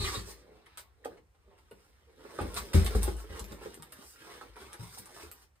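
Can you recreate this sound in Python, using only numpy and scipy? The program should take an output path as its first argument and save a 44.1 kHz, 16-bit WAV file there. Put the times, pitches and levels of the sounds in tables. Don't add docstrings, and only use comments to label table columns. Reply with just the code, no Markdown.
import sys
import numpy as np
from scipy import signal
from scipy.fft import rfft, irfft
from scipy.io import wavfile
from scipy.ndimage import uniform_filter1d

SR = 44100
rng = np.random.default_rng(int(sys.argv[2]) if len(sys.argv) > 2 else 0)


def wav_out(sig):
    wavfile.write(sys.argv[1], SR, np.round(np.clip(np.atleast_2d(sig).T, -1, 1) * 32767).astype(np.int16))


N = 246959
TIME = np.arange(N) / SR

# (frequency [Hz], level [dB])
RASP_COLOUR = [(400, -15), (800, 5.5), (1350, 6), (2400, 1), (4200, -1), (6500, -21.5), (12000, -69)]


def amp(db):
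    return 10 ** (np.asarray(db) / 20)


def unit(x):
    return x / np.sqrt(np.mean(x ** 2) + 1e-20)


def decay(t, t60):
    return np.exp(-np.log(1000) * t / t60)


def ring(hz, t60, t):
    return np.sin(2 * np.pi * hz * t) * decay(t, max(t60, 1 / 1000))


def read(points, hz):
    f, value = np.transpose(points)
    return np.interp(np.log(hz + 1), np.log(f + 1), value)


def add(mix, s, sound):
    part = mix[max(round(s * SR), 0):][:len(sound)]
    part += sound[:len(part)]


def response(points, tilt_db=0, size=4096):
    hz = abs(np.fft.fftfreq(size, 1 / SR))
    tilt = tilt_db * np.log2(np.maximum(hz, 500) / 3000)
    log_gain = np.log(amp(read(points, hz) + tilt))
    spectrum = np.exp(np.conj(signal.hilbert(log_gain)))
    return np.fft.ifft(spectrum).real[:size // 2]


def colour(x, points, tilt_db=0):
    h = response(points, tilt_db)
    return signal.oaconvolve(x, h / np.linalg.norm(h))[:len(x)]


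def grains(n, per_s, spread_db, smooth):
    size = amp(spread_db * np.minimum(rng.exponential(1, n), 3)) * rng.choice([-1, 1], n)
    slips = unit(size * (rng.random(n) < per_s / SR))
    return unit(slips + smooth * rng.standard_normal(n))


def waver(count):
    knots = np.arange(0, N / SR + 1, 1 / count)
    return np.interp(TIME, knots, rng.uniform(-0.1, 1, len(knots)))


def roam(x, patchy_db, corner_hz=4500):
    hz, _, z = signal.stft(x, SR, nperseg=512, noverlap=384)
    patches = rng.standard_normal(z.shape)
    patches = uniform_filter1d(patches, size=6, axis=0)
    patches = unit(uniform_filter1d(patches, size=11, axis=1))
    depth = patchy_db / (1 + (hz[:, None] / corner_hz) ** 2)
    return unit(signal.istft(z * amp(depth * patches), nperseg=512, noverlap=384)[1][:len(x)])


def pair(mid, side):
    # (frequency [Hz], level [dB])
    width = [(60, -9.5), (200, -9.5), (450, -3.5), (800, 0), (1400, -1), (2400, 3), (3800, -8), (6000, 5.5),
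             (8500, -17), (10500, 9.5), (13500, -4), (16000, -21)]
    hz = np.fft.rfftfreq(len(side), 1 / SR)
    side = irfft(rfft(side) * amp(read(width, hz)), len(side))
    return np.array([mid + side, mid - side])


def place(x, left_db, lead_s=0):
    right = np.interp(TIME - lead_s, TIME, x)
    return np.array([x * amp(left_db / 2), right * amp(-left_db / 2)])


def air(level_db=-66):
    # (frequency [Hz], level [dB])
    air_colour = [(20, -12), (35, -4), (60, 10), (95, -0.5), (200, -17.5), (480, -23.5), (700, -19.5),
                  (1500, -23), (3000, -30), (6500, -33.5), (9000, -33.5), (16000, -48)]
    mid, side = (colour(rng.standard_normal(N), air_colour) for _ in range(2))
    return amp(level_db) * pair(mid, side)


def thumps():
    # (time [s], level [dB], pitch of the bending wall [Hz], its t60 [s], hollow modes [dB])
    landings = [(0.0, -19.5, 88.5, 0.11, -18), (.027, -19.5, 79, 0.14, -21), (.172, -23.5, 100, 0.069, -14),
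                (1.721, -55.5, 210, 0.098, 1), (2.409, -22, 84, 0.11, -10.5),
                (2.475, -32.5, 64.5, 0.21, -16), (2.561, -33.5, 73, 0.21, -8.5),
                (2.745, -7, 83.7, .21, -8.5), (2.9498, -13.5, 69.1, 0.13, -12),
                (3.027, -26.5, 62.2, 0.31, -18), (3.078, -27, 69, 0.22, -11.5),
                (3.298, -34.5, 74, 0.22, -10), (3.405, -34.5, 68.3, 0.24, -7),
                (3.51, -36.5, 81, 0.15, -6.5), (3.65, -43, 77, 0.11, -2), (3.795, -43.5, 158, 0.17, -8.5),
                (4.49, -52, 60.4, 0.31, -25), (4.794, -33.5, 114, 0.23, -15), (4.819, -35, 168, 0.11, -23),
                (4.866, -43, 101, 0.14, -16), (4.992, -48, 103, 0.098, -1.5),
                (5.23, -46.5, 78.3, 0.28, -13)]
    # (frequency [Hz], level [dB], t60 [s])
    hollow_modes = [(126, 4.5, 0.08), (178.3, -2, 0.2), (202.2, -3, 0.26), (309.8, -5.5, 0.14),
                    (387.8, -6.5, 0.27), (409.3, -13, 0.12), (435.7, -27.5, 0.53), (505, 1, 0.046)]
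    boom_hz, boom_t60 = 55.87, 0.55
    boom_db_per_octave = -18
    swell_s = 0.0049
    out, t = np.zeros(N), np.arange(SR) / SR
    hollow = sum(amp(db) * ring(hz, t60, t) for hz, db, t60 in hollow_modes)
    boom = ring(boom_hz, boom_t60, t)
    for s, db, hz, t60, hollow_db in landings:
        boom_db = boom_db_per_octave * np.log2(hz / boom_hz)
        body = ring(hz, t60, t) + amp(boom_db) * boom + amp(hollow_db) * hollow
        add(out, s, amp(db) * body * (1 - np.exp(-t / swell_s)))
    return out


def skid(rings_db=-3, chatter_db=3, wander_db=6):
    # (time [s], level [dB])
    skid_level = [(0.0, -42.5), (0.076, -41), (0.118, -44), (0.158, -42), (0.25, -58.5), (0.322, -57),
                  (0.35, -65.5), (0.422, -69.5)]
    # (frequency [Hz], level [dB])
    skid_colour = [(150, -21.5), (380, -1), (650, -17.5), (1130, -7.5), (1600, -13.5), (2900, -13),
                   (4100, -14.5), (6200, -18), (9000, -15), (15000, -40.5)]
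    # (frequency [Hz], width [Hz], level [dB])
    flap_rings = [(1115, 140, 1), (1780, 450, 2.5), (2380, 50, -31), (3400, 190, -1), (3850, 260, -2),
                  (4300, 540, 8)]
    slips = grains(N, per_s=1300, spread_db=3, smooth=0.4)
    slips = roam(slips, patchy_db=1.5) * amp(chatter_db * waver(count=110))
    rings = np.zeros(N)
    for hz, width_hz, db in flap_rings:
        tone = unit(signal.lfilter(*signal.iirpeak(hz, hz / width_hz, SR), slips))
        rings += amp(db + wander_db * waver(count=35)) * tone
    s, db = np.transpose(skid_level)
    level = amp(np.interp(TIME, s, db, right=-120))
    return level * (unit(colour(slips, skid_colour)) + amp(rings_db) * unit(rings))


def squeaks(jitter=0.0542):
    # (time of the peak [s], level [dB], half length [s], pitch [Hz], glide [octaves per second])
    squeak_table = [(0.013, -37, 0.042, 4130, 0), (0.044, -39, 0.021, 3656, -14),
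                    (0.071, -41, 0.024, 2074, -19), (0.084, -44, 0.012, 1200, -7),
                    (0.141, -40, 0.011, 1148, -1), (0.156, -38, 0.011, 3850, 2),
                    (1.044, -49.5, .003, 1770, -15), (2.576, -36, .004, 1113, -0.5)]
    out = np.zeros(N)
    for s, db, half, hz, glide in squeak_table:
        t = np.arange(-3 * half, 3 * half, 1 / SR)
        t = t[t > -s]
        unsteady = unit(uniform_filter1d(rng.standard_normal(SR // 4), size=50))[:len(t)]
        pitch = hz * 2 ** (glide * t) * (1 + jitter * unsteady)
        phase = 2 * np.pi * np.cumsum(pitch) / SR
        tone = unit(np.sin(phase) + 0.14 * np.sin(2 * phase))
        add(out, s + t[0], amp(db) * np.exp(-(t / half) ** 2) * tone)
    return out


def knocks(level_db=2, focus_db=6):
    # (time [s], level [dB], centre of the blow [Hz], side [no unit, positive is left])
    blows = [(0.148, -36.5, 406, -0.036), (1.055, -26.5, 488, -0.77), (1.0565, -37, 795, -1.2),
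             (1.712, -42, 443, 0.068), (2.2487, -39, 410, -0.81), (2.388, -27.5, 400, -0.65),
             (2.401, -38, 790, 0.14), (2.454, -32, 325, -1.2), (2.743, -28.5, 384, -0.89),
             (2.949, -25.5, 425, -.5), (3.078, -26, 370, 1), (3.241, -43.5, 436, -0.32),
             (3.391, -56, 460, -0.11), (3.522, -40.5, 435, -0.7), (3.613, -38.5, 400, 0.038),
             (3.658, -33, 443, -1.25), (3.773, -42.5, 333, 0.44), (3.988, -47, 258, -0.98),
             (4.412, -36.5, 1310, -0.31), (4.567, -42.5, 960, -0.31), (4.974, -41, 920, -1),
             (5.234, -45, 358, -0.46)]
    # (frequency [Hz], level [dB], t60 [s])
    wall_modes = [(280.4, -3.5, 0.055), (333, -4, 0.074), (400, -10, 0.052), (442, 6.5, 0.032),
                  (530, -4.5, 0.075), (646, -19.5, 0.014), (824, -2, 0.035), (986, -20.5, 0.11),
                  (1103, 4, 0.019), (1398, 1.5, 0.062), (1525, 8, 0.013)]
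    # (frequency [Hz], level [dB])
    ply_colour = [(130, -27.5), (220, -18), (340, 5), (500, 3), (640, -1.5), (820, 15.5), (1050, -17),
                  (1600, -14), (2500, -23), (5000, -33)]
    contact_s = 0.0013
    dent, dent_t60 = 3.1, 0.03
    ply_db, ply_t60 = -14, 0.064
    clap_db, clap_t60 = -17, 0.022
    side_db, side_s = 3.0, 0.00031
    out, t = np.zeros((2, N)), np.arange(SR // 3) / SR
    attack = 1 - np.exp(-t / contact_s)
    for s, db, hz, side in blows:
        modes = np.zeros(len(t))
        for k, (f, mode_db, t60) in enumerate(wall_modes):
            gain = amp(mode_db - focus_db * abs(np.log2(f / hz))) * (-1) ** k
            modes += gain * ring(f * rng.uniform(0.87, 1.071), t60, t)
        blow = (modes + dent * ring(hz, dent_t60, t)) * attack
        ply = unit(colour(rng.standard_normal(len(t)), ply_colour)) * attack * decay(t, ply_t60)
        clap = unit(colour(rng.standard_normal(len(t)), RASP_COLOUR)) * attack * decay(t, clap_t60)
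        blow = blow / abs(blow).max() + amp(ply_db) * ply + amp(clap_db) * clap
        for channel, near in zip(out, (side / 2, -side / 2)):
            add(channel, s - near * side_s, amp(db + level_db + near * side_db) * blow)
    return out


def rubbing(grip_db=1.0, hiss_growth=1.29):
    # (time of greatest speed [s], level [dB], speeding up [s], slowing down [s], drumming [dB], hiss [dB])
    strokes = [(0.298, -59.5, .035, 0.022, 5, 12.5), (0.572, -67, 0.36, 0.061, 7.5, -13.5),
               (.73, -63.5, 0.16, 0.14, -8, -16), (1.121, -66, 0.1, 0.057, 8, -9),
               (1.54, -72.5, 0.14, 0.093, 6, -21), (1.85, -69, 0.26, 0.2, -5.5, -5),
               (2.39, -54.5, 0.16, 0.26, 2, -7), (2.64, -53, 0.28, 0.13, 2, -3.5),
               (2.86, -46, 0.06, 0.2, 0, -5.5), (3.02, -48, 0.017, 0.11, 0.5, 0.5),
               (3.2, -56.5, 0.015, 0.04, -12, 2.5), (3.381, -48.5, 0.1, 0.044, 1, -7),
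               (3.52, -54, 0.063, 0.043, 3.5, -3), (3.628, -52.5, 0.04, .14, -4, -5.5),
               (4.0, -58, 0.15, 0.047, -0.5, -5), (4.101, -63, 0.1, 0.057, -25, 8.5),
               (4.22, -55.5, 0.072, 0.11, -2.5, -5), (4.35, -52, 0.11, 0.13, -2.5, -8),
               (4.61, -52.5, 0.056, 0.16, -4, -6.5), (4.839, -52.5, 0.059, 0.035, -9, -2),
               (4.949, -56, 0.087, 0.058, -5.5, 3), (5.221, -53.5, 0.2, 0.068, -3.5, -3),
               (5.421, -63, 0.14, 0.031, -9, -1.5)]
    # (frequency [Hz], level [dB])
    drum_colour = [(30, -24), (55, -0.5), (90, -13), (150, -10.5), (260, -6.5), (350, -1), (470, 2.5),
                   (660, -8), (900, -10.5), (1600, -56.5)]
    # (frequency [Hz], level [dB])
    hiss_colour = [(2000, -37), (5000, 12.5), (7000, 7.5), (9200, 11.5), (13000, -0.5), (16000, -3.5)]
    stroke_shape = 1.34
    power = np.zeros((3, N))
    for s, db, rise, fall, wall_db, fibre_db in strokes:
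        from_peak = np.maximum((s - TIME) / rise, (TIME - s) / fall)
        speed = np.exp(-np.minimum(from_peak, 10) ** stroke_shape)
        levels = np.array([amp(wall_db) * speed, speed, amp(fibre_db) * speed ** hiss_growth])
        power += (amp(db) * levels) ** 2
    slips = grains(N, per_s=800, spread_db=4, smooth=0.6)
    slips = roam(slips, patchy_db=3.5) * amp(grip_db * waver(count=90))
    colours = [drum_colour, RASP_COLOUR, hiss_colour]
    parts = [level * unit(colour(slips, shape)) for level, shape in zip(np.sqrt(power), colours)]
    return amp(-1) * sum(parts)


def snaps(splinter=0.78, crack_s=0.00023, slap_s=0.0025):
    # (time [s], level of the crack [dB], slap against it [dB])
    snap_table = [(.6615, -47.5, 15), (.774, -29, 5.5), (0.7967, -34, -16), (1.712, -43, 7),
                  (2.414, -32, 7), (2.544, -25, 2.5), (2.847, -21, -17), (2.863, -21, 4.5),
                  (3.031, -15, -29), (3.168, -35.5, 1.5), (3.395, -23.5, -0.5), (3.4428, -30, -1),
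                  (3.521, -33.5, 5), (3.744, -32, -22), (3.824, -30, 2), (3.923, -29.5, -9),
                  (4.566, -44, 6), (4.7314, -29, -0.5), (4.986, -33, -25), (5.058, -30, -6),
                  (5.315, -25.5, -10)]
    # (frequency [Hz], level [dB])
    crack_colour = [(500, -17), (2000, -10.5), (5000, -7), (7000, -8), (9200, 0), (13000, -10.5),
                    (16000, -26)]
    cracks, flaps, t = np.zeros(N), np.zeros(N), np.arange(2048) / SR
    fades = np.exp(-t / np.array([[crack_s], [slap_s]]))
    for s, db, flap_db in snap_table:
        fibres, slap = rng.standard_normal((2, len(t))) * fades
        crack = (t == 0) + splinter * (t > 0) * fibres / np.linalg.norm(fibres)
        add(cracks, s, amp(db) * colour(crack, crack_colour))
        add(flaps, s, amp(db + flap_db) * colour(slap / np.linalg.norm(slap), RASP_COLOUR))
    return cracks, flaps


def scuffs():
    # (time [s], level [dB], rise [s], t60 [s], treble tilt [dB per octave])
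    scuff_table = [(0.773, -45, 0.00094, .14, 0), (1.044, -40, 0.005, 0.02, -1),
                   (1.16, -56, 0.016, 0.05, -6), (1.343, -63.5, 0.0043, 0.05, -4),
                   (1.574, -61.5, 0.0066, 0.13, -2.5), (2.386, -36, 0.0015, 0.23, -7),
                   (2.545, -32, 0.025, 0.092, 0), (2.731, -32, 0.0027, 0.36, -1),
                   (2.859, -34, 0.0057, 0.04, -1), (2.946, -39.5, .004, 0.11, 2),
                   (3.068, -42.5, 0.0015, 0.16, -1.5), (3.923, -44.5, 0.002, 0.043, -2),
                   (4.31, -49.5, 0.0035, 0.058, -2.5), (4.412, -44, 0.001, .06, -5.5),
                   (4.971, -43, 0.014, 0.041, 5), (5.197, -49, 0.0053, 0.18, -2),
                   (5.554, -66.5, 0.0022, .04, -1)]
    # (frequency [Hz], level [dB])
    scuff_colour = [(150, -20), (450, -8), (700, -8.5), (1400, -4), (2600, -8), (4200, -6.5), (6500, -11.5),
                    (9000, -8.5), (15000, -24.5)]
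    out, t = np.zeros(N), np.arange(SR // 3) / SR
    for s, db, rise, t60, tilt_db in scuff_table:
        stroke = np.minimum(t / rise, 1) ** 2 * decay(np.maximum(t - rise, 0), t60)
        slips = stroke * grains(len(t), per_s=2500, spread_db=2.5, smooth=0.28)
        add(out, s, amp(db) * colour(slips, scuff_colour, tilt_db))
    return out


def reflections(first_s=0.001976):
    # (frequency [Hz], t60 [s])
    room_t60 = [(100, 0.48), (500, 0.19), (1400, 0.12), (4000, 0.14), (10000, 0.11), (16000, 0.2)]
    taps = rng.standard_normal((2, SR // 2)) * (rng.random((2, SR // 2)) < 9000 / SR)
    hz, t, z = signal.stft(taps, SR, nperseg=256)
    fading = z * decay(t, read(room_t60, hz)[:, None])
    tails = signal.istft(fading, SR, nperseg=256)[1]
    tails = tails * (np.arange(tails.shape[1]) / SR > first_s)
    return pair(*tails) / np.linalg.norm(tails[0])


def room(x, count=4, drift_s=0.25):
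    shares = []
    for k in range(count):
        turn = TIME / drift_s * (1 + k / count) + k / count
        shares.append(np.sqrt(2 / count) * np.cos(np.pi * turn))
    total = np.sqrt(np.sum(np.square(shares), axis=0) + 1e-9)
    return sum(signal.oaconvolve((x * share / total)[None], reflections(), axes=1)[:, :N]
               for share in shares)


def scene():
    # (delay [s], level [dB])
    near_walls = [(0.0121, -13.5), (.023, -24)]
    heavy, knock = thumps(), knocks()
    friction = skid() + squeaks() + rubbing() + scuffs()
    cracks, flaps = snaps()
    snap = amp(4) * cracks + amp(-5) * flaps
    direct = place(heavy, left_db=2.5, lead_s=0.00056) + knock
    direct += place(snap, left_db=-0.5, lead_s=-0.000024)
    direct += amp(-1.0) * place(friction, left_db=-2.5, lead_s=-0.000094)
    knock_mid = knock.mean(0)
    slaps = sum(amp(db) * np.interp(TIME - delay, TIME, knock_mid, left=0) for delay, db in near_walls)
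    radiated = amp(-14) * heavy + amp(-3.5) * knock_mid
    radiated += amp(4.5) * cracks + amp(4.5) * flaps + amp(-0.74) * friction
    return direct + slaps + room(radiated) + air()


def record(dry):
    # (frequency [Hz], level [dB])
    microphone = [(20, -27), (32, -12), (48, -1.5), (4800, -2.5), (6400, -4.5), (8400, 1), (10300, -1),
                  (11000, -13.5), (11400, -26.5), (12200, 3.5), (13500, 5), (15000, 7), (16000, -16.5)]
    edge_hz = 16400
    coloured = signal.oaconvolve(dry, response(microphone)[None], axes=1)[:, :N]
    low_pass = signal.firwin(511, edge_hz, window=("kaiser", 9), fs=SR)
    return signal.oaconvolve(coloured, low_pass[None], "same")


dry = scene()
out = record(dry)
wav_out(out)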